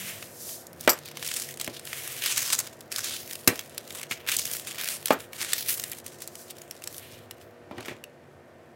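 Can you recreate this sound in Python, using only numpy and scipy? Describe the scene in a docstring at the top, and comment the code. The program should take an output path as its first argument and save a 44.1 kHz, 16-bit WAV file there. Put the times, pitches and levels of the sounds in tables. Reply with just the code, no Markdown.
"""A kitchen worktop: a slab of dough is lifted, turned and slapped down on a crackling sheet of baking paper.
The paper is noise in three ranges, shaped by drags and pops, with short clusters of ticks for snapping creases.
Blows and a rattling metal cutter are sums of damped modes with noise; a hand wiping flour is band-passed noise.
Behind are a fridge (hum lines and shaped air noise), a sinking drone, perhaps a vehicle outside, and a rumble.
A phone listens close by: it rounds the peaks and limits the band."""
import sys
import numpy as np
from scipy import signal
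from scipy.fft import rfft, irfft
from scipy.io import wavfile
from scipy.ndimage import uniform_filter1d

SR = 44100
rng = np.random.default_rng(int(sys.argv[2]) if len(sys.argv) > 2 else 0)


def generate_wav(signal):
    """Clip the signal to [-1, 1] and save it as 16-bit WAV at the path in sys.argv[1]."""
    frames = np.transpose(np.atleast_2d(signal))
    scaled = np.clip(frames, -1, 1) * 32767
    pcm = np.round(scaled).astype(np.int16)
    wavfile.write(sys.argv[1], SR, pcm)


N = 385875


def undb(db):
    """Decibels to amplitude: 20 dB is a factor of ten."""
    return 10 ** (np.asarray(db) / 20)


def level(x, db):
    """Scale a signal to a given rms level, the root of its mean power."""
    return x * undb(db) / np.sqrt(np.mean(x ** 2))


def band(x, lo_hz, hi_hz, order=2):
    """Band-pass filtering: a Butterworth response, flat between its edges."""
    edges_hz = [lo_hz, min(hi_hz, .49 * SR)]
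    return signal.sosfilt(signal.butter(order, edges_hz, "bandpass", fs=SR, output="sos"), x)


def curves(table):
    """Linear interpolation in time of every column after the first, start_s."""
    s, *columns = np.transpose(np.vstack(table))
    return [np.interp(np.arange(N) / SR, s, c) for c in columns]


def add(out, s, x):
    """Superposition: sound x is summed into out from second s."""
    i = int(s * SR)
    out[i:i + len(x)] += x[:N - i]


def fade(t, t60):
    """Exponential decay that loses 60 dB in t60 seconds."""
    return np.exp(-np.log(1000) * t / t60)


def walk(rate):
    """Random modulation: straight slopes between random levels, rate of them per second; spread about 0.7."""
    k = int(SR / rate)
    held = np.repeat(rng.standard_normal(N // k + 1), k)
    return 0.9 * uniform_filter1d(held, k)[:N]


def ring(modes, t, stretch, chance):
    """Modal synthesis: damped sines, each struck a little differently; peak 1."""
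    scatter_db, detune = 2, .004
    x = 0
    for (hz, db, t60), c in zip(modes, chance):
        sine = np.sin(2 * np.pi * hz * (1 + detune * c) * t)
        x = x + undb(db + scatter_db * c) * fade(t, stretch * t60) * sine
    return x / np.abs(x).max()


def stroke(s, rise, hold, fall, db):
    """Exponential growth and decay of one movement: its span, time since full strength, and level in dB."""
    ramp_db = 20  # climbed in one rise time, lost in one fall time
    n = slice(max(int((s - 3 * rise) * SR), 0), min(int((s + hold + 3 * fall) * SR), N))
    t = np.arange(n.start, n.stop) / SR - s
    rises_left = np.maximum(-t, 0) / max(rise, .003)
    falls_done = np.maximum(t - hold, 0) / max(fall, .003)
    return n, t, db - ramp_db * (rises_left + falls_done)


def sheet(x):
    """Radiation of paper in three ranges, joined without gaps, each at rms 1; the top end droops."""
    f = np.fft.rfftfreq(N, 1 / SR) + 1
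    above = [1 / (1 + (hz / f) ** steep) for hz, steep in ((1600, 2.5), (3300, 4.64), (9000, 2.3))]
    low = np.abs(above[0] - above[1])
    mid = np.abs(above[1] - above[2])
    high = above[2] / (1 + (f / 17000) ** 4)
    return [level(irfft(rfft(x) * share, N), 0) for share in (low, mid, high)]


def patchy(x, depth_db):
    """Shape-dependent radiation: as the sheet changes shape, each narrow range swells and fades on its own."""
    f = np.fft.rfftfreq(N, 1 / SR) + 1
    above = [1] + [1 / (1 + (hz / f) ** 8) for hz in np.geomspace(1500, 13000, num=12)] + [0]
    spectrum = rfft(x)
    return sum(irfft(spectrum * (a - b), N) * undb(depth_db * walk(11)) for a, b in zip(above, above[1:]))


def drags():
    """Incoherent addition: overlapping drags add in power; returns the strength of the three paper ranges."""
    # the sheet is dragged or bent: full_from_s, rise_s, hold_s, fall_s, level_db,
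    # low_db, high_db (below about 3.3 kHz and above 9 kHz, relative to the middle range)
    drag_table = [(0.226, 0.028, 0.0059, 0.058, -37.5, -14, -4), (0.814, 0.064, 0.05, .03, -47, -9, -6),
                  (0.97, 0.056, 0.36, 0.12, -57, 4.5, -1.5), (1.234, 0.086, 0.19, 0.16, -35, -5, -1.5),
                  (1.608, 0.023, 0.056, 0.037, -36, -6, -16), (1.697, .02, 0.063, 0.099, -44, -4.5, -12),
                  (1.87, .02, 0.31, 0.065, -48, -8, 5), (2.261, 0.084, 0.011, 0.21, -26, -4, -1),
                  (2.378, 0.039, .005, 0.16, -27.5, -4, -5), (2.498, 0.13, 0.059, 0.033, -29.5, -9, -6),
                  (2.583, 0.011, 0.012, 0.02, -35.5, -2, 7), (2.615, 0.022, .01, 0.22, -49.5, 1, 6),
                  (2.918, 0.011, 0.078, 0.058, -40.5, 0, -3), (3.039, 0.066, 0.042, 0.38, -32.5, -6, -2),
                  (3.33, 0.078, 0.016, 0.045, -51, -7, 0), (3.544, 0.027, .01, 0.3, -49, 0.5, -2.5),
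                  (4.0, 0.44, 0.041, 0.047, -45.5, -1, -5), (4.114, 0.023, .012, 0.033, -34, -11, -4),
                  (4.16, .02, .01, 0.17, -51, 3, -3), (4.282, 0.012, .07, .02, -29, -1, -2),
                  (4.385, .02, .02, 0.2, -33, -8, 0), (4.481, 0.085, 0.092, 0.19, -39, -1.5, -2),
                  (4.679, 0.023, .005, 0.076, -33, -5, -1.5), (4.79, 0.017, 0.12, 0.15, -33.5, -1.5, -6),
                  (5.059, 0.022, 0.067, 0.044, -39.5, -5, -0.5), (5.18, 0.026, 0.061, 0.036, -47.5, 0, -4),
                  (5.347, 0.031, 0.024, .05, -50.5, 1, 9), (5.426, 0.078, 0.18, 0.081, -32.5, -3, -1),
                  (5.698, 0.065, 0.012, 0.094, -31, 0, 6.5), (5.809, .05, 0.07, 0.068, -48.5, 0.5, 10),
                  (5.922, 0.021, 0.0046, 0.021, -44, 5, 3), (5.95, .02, 0.034, 0.052, -50, -4, 3),
                  (6.06, 0.026, .005, 0.23, -47.5, -6, -3), (6.221, .05, .005, 0.089, -49, -1, 5),
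                  (6.504, 0.038, 0.0045, 0.024, -45, -10, -7), (6.56, .03, 0.33, 0.089, -61.5, 0, 2.5),
                  (6.87, .06, .1, .3, -50, -4, 0), (7.225, .01, .003, 0.027, -61, -10, 0),
                  (7.787, 0.06, 0.047, .04, -55, 6, -12), (7.418, .06, 0.0045, 0.044, -61.5, 10.5, 3.5),
                  (7.897, 0.13, 0.0046, 0.058, -44, 0, -14)]
    # the sheet settling when nothing moves it: one level_db per range, low to high
    rest_db = [-74.5, -78, -85.5]
    thin_db_per_s = 28.5  # during its hold a drag loses its low range as the sheet tightens
    power = undb(2 * np.array(rest_db))[:, None] * np.ones(N)
    for s, rise, hold, fall, db, low_db, high_db in drag_table:
        n, t, now_db = stroke(s, rise, hold, fall, db)
        low = low_db - thin_db_per_s * np.clip(t, 0, hold)
        range_db = np.array([low, 0 * t, 0 * t + high_db])
        power[:, n] += undb(2 * (now_db + range_db))
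    return np.sqrt(power)


def rustle():
    """Stick-slip friction: fibres tick densely, in uneven spurts; small creases pop singly."""
    pops_per_s, pop_t60_s = 65, 0.0093
    ticks = rng.standard_normal(N) * undb(1.1 * rng.exponential(size=N))
    spurts = undb(2.6 * walk(60) + 2.0 * walk(250))
    pops = (rng.random(N) < pops_per_s / SR) * undb(14 * rng.random(N))
    pops = np.convolve(pops, fade(np.arange(512) / SR, pop_t60_s))[:N]
    ranges = np.array(sheet(patchy(ticks, depth_db=5.5)))
    return level(spurts * (1 + pops), -2.5) * np.sum(drags() * ranges, axis=0)


def snaps():
    """Buckling: a crease gives way in a short cluster of ticks; the facet beside it rings briefly."""
    # creases snapping: start_s, level_db, ring_hz,
    # low_db, high_db (below about 3.3 kHz and above 9 kHz, relative to level_db)
    snap_table = [(0.226, -24, 2660, -7, -22), (0.492, -20.5, 8730, -16.5, -14),
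                  (0.668, -24.5, 7600, -38, -14), (0.7305, -32.5, 2210, -21.5, -9),
                  (0.8092, -21.5, 8910, -34.5, -8), (0.8482, -38, 7300, -3, 3),
                  (0.876, -4.5, 2200, -12, -19), (0.894, -12, 7800, -20, -14), (0.988, -23, 2190, -22, -16),
                  (1.0574, -26.5, 2480, -18, -8), (1.0856, -25, 2370, -17, -16),
                  (1.114, -24.5, 2470, -14, -16), (1.1711, -17, 2050, -14, -21),
                  (1.2265, -15.5, 1760, -11.5, -18), (1.2757, -14, 5820, -22, -11),
                  (1.3146, -18, 5270, -7.5, -15), (1.339, -13, 5440, -21, -11),
                  (1.5401, -22.5, 7920, -22, -18), (1.573, -25.5, 8190, -15, -12),
                  (1.5984, -15, 2520, -20, -19), (1.6123, -7.5, 8140, -21.5, -20),
                  (1.6446, -17, 7590, -20, -11), (1.6763, -16, 2150, -12.5, -22),
                  (1.795, -20.5, 8810, -19, -16), (1.8524, -25, 10900, -15, -8),
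                  (1.873, -23, 2340, -11, -20), (1.9302, -17.5, 2110, -9, -21),
                  (2.0754, -17.5, 11100, -16, -11), (2.215, -29.5, 3280, -20, -8),
                  (2.26, -8.5, 5300, -18, -13), (2.3777, -4, 2320, -20.5, -14),
                  (2.427, -13, 6370, -18, -15), (2.439, -23, 5820, -22, -15), (2.4834, -20, 7300, -17, -13),
                  (2.5024, -10.5, 8390, -16, -17), (2.5253, -5.5, 3570, -24, -15),
                  (2.5903, -9, 6600, -21, -7.5), (2.672, -19.5, 2200, -23, -16),
                  (2.807, -22, 3560, -24, -20), (2.9242, -15.5, 2680, -20, -14),
                  (2.9609, -5.5, 5270, -24, -25), (3.0187, -26, 5870, -23, -18),
                  (3.044, -15, 10600, -23, -13), (3.097, -20.5, 8200, -33, -12),
                  (3.3102, -20.5, 2340, -13, -12), (3.332, -15.5, 6980, -22, -15),
                  (3.3541, -16, 9150, -22, -19), (3.4771, 1.5, 4060, -10, -8),
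                  (3.5923, -14, 3370, -17, -16), (3.6955, -29.5, 11300, -25, -14),
                  (3.746, -47, 7400, -27, 7), (3.779, -15, 5100, -16, -10), (3.8764, -21.5, 1790, -26, -26),
                  (3.9058, -21, 3640, -15, -19), (3.984, -34, 3620, -6, -7),
                  (4.0137, -24.5, 8640, -12, -10), (4.0307, -15, 2240, -19, -20),
                  (4.1117, -16.5, 2140, -5.5, -14), (4.2648, -26.5, 2350, -8.5, -18),
                  (4.2883, -13, 2480, -8, -18), (4.317, -9, 3100, -21, -14), (4.3663, -8.5, 7710, -36, -9),
                  (4.3933, -8, 9200, -20, -11.5), (4.5132, -14.5, 9510, -22, -14),
                  (4.5497, -22.5, 4530, -10, -19), (4.6714, -19, 3400, -20, -15),
                  (4.7453, -21, 2160, -16, -16), (4.784, -22, 2100, -15, -14),
                  (4.812, -12.5, 3510, -19.5, -16), (4.843, -19, 6200, -21, -9),
                  (4.887, -11, 5300, -20.5, -13), (5.0264, -30.5, 2160, -9.5, -5),
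                  (5.0571, -10.5, 11100, -18, -6.5), (5.0824, -18.5, 8000, -9, -10),
                  (5.106, -8.5, 2560, -8, -26.5), (5.3318, -23, 2310, -10.5, -10),
                  (5.405, -25, 5850, -14, -8), (5.422, -12.5, 5100, -36, -17),
                  (5.5001, -28, 11600, -13, -8), (5.533, -3.5, 8000, -16.5, -14),
                  (5.6078, -18, 11300, -20, -10), (5.685, -13, 10800, -31, -11),
                  (5.7803, -22, 4960, -14, -20), (5.7973, -14, 6660, -19, -11),
                  (5.8383, -14, 8000, -14, -10), (5.9164, -20.5, 11400, -26, -10),
                  (5.985, -24.5, 10400, -21, -11), (6.043, -38, 11100, -22, -8),
                  (6.0633, -21, 8650, -18, -10), (6.22, -26.5, 7300, -15, -3),
                  (6.2756, -22.5, 7690, -26, -9), (6.3539, -20, 5500, -22.5, -21),
                  (6.507, -21.5, 8920, -26, -11), (6.5847, -32, 5470, -21, -7.5),
                  (6.6171, -25.5, 6870, -18, -12), (6.71, -23, 5460, -17, -8), (6.821, -29, 2750, -13, -13),
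                  (6.839, -15.5, 7500, -23, -19), (6.8741, -13, 8000, -22, -20),
                  (6.944, -23, 3550, -23, -17), (6.981, -25.5, 9750, -18, -8),
                  (7.3103, -21, 1970, -15, -12), (7.7679, -43, 2190, -4, -29),
                  (7.781, -28.5, 3030, -7, -34), (7.8064, -22, 2520, -14, -29),
                  (7.8567, -31, 2280, -7, -24), (7.8825, -31, 2170, -6, -27),
                  (8.039, -23.5, 2760, -14, -16)]
    rise_t60_s, snap_t60_s = .0045, 0.015
    first_tick_db, first_tick_t60_s = -4.5, 0.0023
    facet_db = 3
    low, mid, high = sheet(rng.standard_normal(N) * undb(2.8 * rng.exponential(size=N)))
    out, t = np.zeros(N), np.arange(4096) / SR
    cluster = (1 - fade(t, rise_t60_s)) * fade(t, snap_t60_s)
    envelope = cluster + undb(first_tick_db) * fade(t, first_tick_t60_s)
    for s, db, hz, low_db, high_db in snap_table:
        n = slice(int(s * SR), int(s * SR) + len(t))
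        x = undb(low_db) * low[n] + undb(-15.0) * mid[n] + undb(high_db) * high[n]
        x = x * envelope[:len(x)]
        facet = undb(facet_db) * band(x, hz / 1.042, hz * 1.025, order=1)
        add(out, s, undb(db + 2.0) * (x + facet))
    return out


def knocks():
    """Impact excitation: a blow rings worktop and pin modes near where it lands; dough thuds, air cracks."""
    # blows: start_s, level_db, then thud_db, worktop_db, pin_db, crack_db (relative to level_db),
    # worktop_centre_hz, pin_centre_hz, ring_stretch (factor on decay times)
    knock_table = [(0.876, 0, -60, -13.5, -5.5, -23, 635, 1410, 0.68),
                   (1.598, -31, -20, -14, -10, -5, 452, 2500, 1),
                   (1.677, -26, -15, -5.5, -32, -19, 344, 2080, 0.79),
                   (3.475, -6.5, -19, -8.5, -5.5, -1.5, 248, 2150, 0.64),
                   (3.502, -21, -26, -4.5, -16, -27, 377, 2640, 0.88),
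                   (3.925, -37.5, -13, -5, -25, -1, 248, 1840, 0.38),
                   (4.11, -22, -25, -17, -3, -20, 277, 2190, 0.35),
                   (4.12, -22, -28, -40, 2.5, -15, 474, 2200, 0.33),
                   (5.106, -3.5, -63, -8.5, -7.5, -40, 603, 1350, 0.57),
                   (5.124, -22.5, -41, -4, 2.5, -6, 283, 1350, 0.92),
                   (7.711, -32.5, -24.5, 0.5, 0.5, -24, 353, 930, 1),
                   (7.774, -33, -19, -3, -15, -29, 336, 902, 1),
                   (7.783, -26, -15, -9, -12, -27, 546, 1720, 1),
                   (7.859, -34, -28, -7, -5, -5, 342, 1460, 1),
                   (7.882, -26, -31, -9, -2, -15, 328, 2040, 0.79),
                   (7.91, -32.5, -11, -3, -6, -25, 358, 1870, 0.98)]
    # modes of the worktop: pitch_hz, level_db (relative), t60_s (before stretch)
    worktop_modes = [(203, -5, 0.046), (265, -5.5, 0.23), (300, -2.5, 0.07), (354.5, -3.5, 0.2),
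                     (498, -3, .1), (593, -2.5, 0.036), (606, -1.5, 0.064), (843, -14.5, 0.027)]
    # modes of the rolling pin: pitch_hz, level_db (relative), t60_s (before stretch)
    pin_modes = [(1054, -9.5, .12), (1270, -12, .08), (1316, 1.5, .09), (1426, 1.5, 0.027),
                 (1993, 8, 0.027), (2387, 5.5, 0.1), (2430, -10.5, 0.042)]
    # the worktop is loudest in the first moments of contact, the more so the harder the blow
    front_db, front_db_per_db, front_t60_s = 7, .4, .022
    out, t = np.zeros(N), np.arange(16384) / SR
    chance = rng.standard_normal((len(knock_table), 2, len(pin_modes) + len(worktop_modes)))
    for knock, c in zip(knock_table, chance):
        s, db, thud_db, top_db, pin_db, crack_db, top_hz, pin_hz, stretch = knock
        noise = rng.standard_normal(len(t))
        # many small modes blur into a fading rumble
        blur = level(band(noise, 240, 1100), -10.5) * fade(t, 0.25 * stretch)
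        top = band(ring(worktop_modes, t, stretch, c[0]) + blur, 160, 5000, order=3)
        top = band(top, top_hz / 2.0, top_hz * 1.53, order=1)
        top = top * (1 + undb(front_db + front_db_per_db * db) * fade(t, front_t60_s))
        # the blur of the pin fades fast, then slowly
        two_fades = fade(t, 0.086 * stretch) + undb(-7) * fade(t, 0.31 * stretch)
        pin = ring(pin_modes, t, stretch, c[1]) + level(band(noise, 1100, 4500), -7.5) * two_fades
        near_centre = band(band(pin, 500, 8000), pin_hz / 1.2, pin_hz * 1.335, order=1)
        pin = near_centre + undb(-17) * band(pin, 900, 8200)
        thud = np.sin(2 * np.pi * 105 * t) * (1 - fade(t, .012)) * fade(t, 0.075)
        crack = level(band(noise, 3000, 16000), crack_db) * (fade(t, 0.032) + undb(-20.0) * fade(t, 0.17))
        body = undb(thud_db + 4.5) * thud + undb(top_db + 6.8) * top + undb(pin_db + 2.5) * pin
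        add(out, s, undb(db) * (body + crack))
    return out


def cutter():
    """Modal ringing of thin metal, high at every hop, roughened as it chatters on the worktop."""
    # the cutter hops on the worktop: start_s, level_db
    hops = [(0.8934, -0.5), (0.9004, -10), (0.9164, -15), (0.9314, -21), (5.1302, -21)]
    # modes of the cutter: pitch_hz, level_db (relative), t60_s (capped and shortened below)
    cutter_modes = [(4880, -2, 0.1), (5560, -18, 0.17), (5860, -2, 0.086), (7460, -2, 0.13),
                    (7900, 3, 0.064), (10000, -26.5, 0.19), (9776, -25, 0.6), (10800, -24, 0.29),
                    (12000, -13, 0.11), (13300, 4.5, 0.12), (12600, -5.5, 0.12), (13000, 2, 0.095),
                    (13360, -21, 0.12), (14400, -2.5, 0.051)]
    out, t = np.zeros(N), np.arange(16384) / SR
    modes = [(hz, db, min(t60, .13)) for hz, db, t60 in cutter_modes]
    for (s, db), c in zip(hops, rng.standard_normal((len(hops), len(modes)))):
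        chatter = 1.0 + level(band(rng.standard_normal(len(t)), 40, 500), 4.6)
        scrape = level(band(rng.standard_normal(len(t)), 4000, 16000), -16.0) * fade(t, .06)
        add(out, s, undb(db - 3.0) * (ring(modes, t, 0.51, c) * chatter + scrape))
    return out


def wipes():
    """Granular friction: fine flour under the palm hisses smoothly, strongest just above its lower edge."""
    # a hand wipes flour over pin or dough: full_from_s, rise_s, hold_s, fall_s, level_db,
    # lower_edge_hz, lift_db (extra near the edge, relative to the hiss)
    wipe_table = [(0.0, .01, 0.11, 0.19, -36.5, 1780, -9), (0.483, 0.17, 0.044, 0.13, -35.5, 4400, -31),
                  (1.931, 0.13, 0.26, 0.035, -39, 1790, -9), (6.39, 0.12, 0.032, 0.12, -45.5, 4800, -13),
                  (7.038, 0.13, 0.034, 0.24, -49.5, 1970, 1)]
    waver_db = 2
    out = np.zeros(N)
    noise = rng.standard_normal(N) * undb(waver_db * walk(30) + 1.4 * rng.exponential(size=N))
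    for s, rise, hold, fall, db, lo_hz, lift_db in wipe_table:
        n, t, now_db = stroke(s, rise, hold, fall, db)
        lift = level(band(noise[n], lo_hz, 2.13 * lo_hz), lift_db)
        hiss = level(band(noise[n], lo_hz, 15000), 0) + lift
        out[n] += undb(now_db) * level(hiss, 0)
    return out


def fridge():
    """Tonal and broadband machine noise: wavering lines of compressor hum over a broad wash of air."""
    # lines of compressor hum: pitch_hz, level_db
    hum_lines = [(145.3, -65), (242.2, -65.5), (355.3, -65), (479.1, -63), (527.6, -66.5), (586.8, -65.5),
                 (656.8, -66), (699.8, -70), (748.3, -71.5), (963.6, -76), (1534, -75.5), (1825, -71.5)]
    # spectrum of the air noise: frequency_hz, density_db (relative, per Hz)
    air_spectrum = [(18, -47.5), (30, -33), (82, -8), (190, -5), (235, -2.5), (283, -5.5), (359, 0.5),
                    (420, -4), (659, -3.5), (881, -11), (1800, -13.5), (3760, -27), (11700, -36),
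                    (15200, -39), (16500, -59)]
    # course of the whole fridge: start_s, level_db (only the difference from the last row counts)
    fridge_course = [(0.0, -52), (5.8, -52), (7.8, -53), (8.15, -54.5), (8.75, -54.5)]
    hum_waver_db, air_db = 2.5, -53.5
    t = np.arange(N) / SR
    hum = np.zeros(N)
    for line_hz, line_db in hum_lines:
        amplitude = 2 ** .5 * undb(line_db + hum_waver_db * walk(9))  # root 2: level_db is rms
        hum += amplitude * np.sin(2 * np.pi * (line_hz * t + 0.15 * walk(6) + rng.random()))
    f = np.maximum(np.fft.rfftfreq(N, 1 / SR), 1)
    hz, db = np.transpose(air_spectrum)
    density = undb(np.interp(np.log(f), np.log(hz), db))
    air = irfft(rfft(rng.standard_normal(N)) * density, N)
    swell, = curves(fridge_course)
    return (hum + level(air, air_db)) * undb(swell - swell[-1])


def street():
    """Frequency modulation: a sinking, wavering drone that dies away, over a randomly swelling low rumble."""
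    # the drone, perhaps a vehicle outside: start_s, pitch_hz, level_db
    drone_course = [(0.0, 193.5, -51), (0.47, 190, -74), (0.76, 167.5, -59), (1.25, 143, -59.5),
                    (1.93, 134.3, -59), (2.42, 117.8, -57), (2.98, 112, -66), (3.4, 97, -69)]
    rumble_db, rumble_swell_db = -60, 4
    hz, db = curves(drone_course)
    gone = np.clip((drone_course[-1][0] - np.arange(N) / SR) / 0.33, 0, 1)
    cycles = np.cumsum(hz) / SR + 0.096 * walk(15)
    drone = 2 ** .5 * np.sin(2 * np.pi * cycles) * undb(db + 3.4 * walk(10.1)) * gone
    rumble = band(rng.standard_normal(N), 85, 120) * undb(rumble_swell_db * walk(4))
    return drone + level(rumble, rumble_db)


def kitchen(near):
    """Reverberation: convolution with decaying noise of unit energy, after a 4 ms gap."""
    t60_s, room_db = 0.16, -18.5
    t = np.arange(int(.5 * SR)) / SR
    echo = band(rng.standard_normal(len(t)), 130, 5000, order=1) * fade(t, t60_s) * (t > .004)
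    return undb(room_db) * signal.fftconvolve(near, echo / np.sqrt(np.sum(echo ** 2)))[:N]


def scene():
    """Superposition of the near sources, their reverberation and the background, in one channel."""
    near = rustle() + wipes() + snaps() + knocks() + cutter()
    return (near + kitchen(near) + fridge() + street())[None]


def record(dry):
    """Saturation and band limiting: the phone rounds the loudest peaks, drops deep bass and cuts the top."""
    top_hz = 15900
    rounded = 0.92 * np.tanh(dry)
    x = signal.sosfilt(signal.butter(3, 60, "highpass", fs=SR, output="sos"), rounded)
    return signal.sosfilt(signal.ellip(10, .2, 85, top_hz, fs=SR, output="sos"), x)


dry = scene()
out = record(dry)
generate_wav(out)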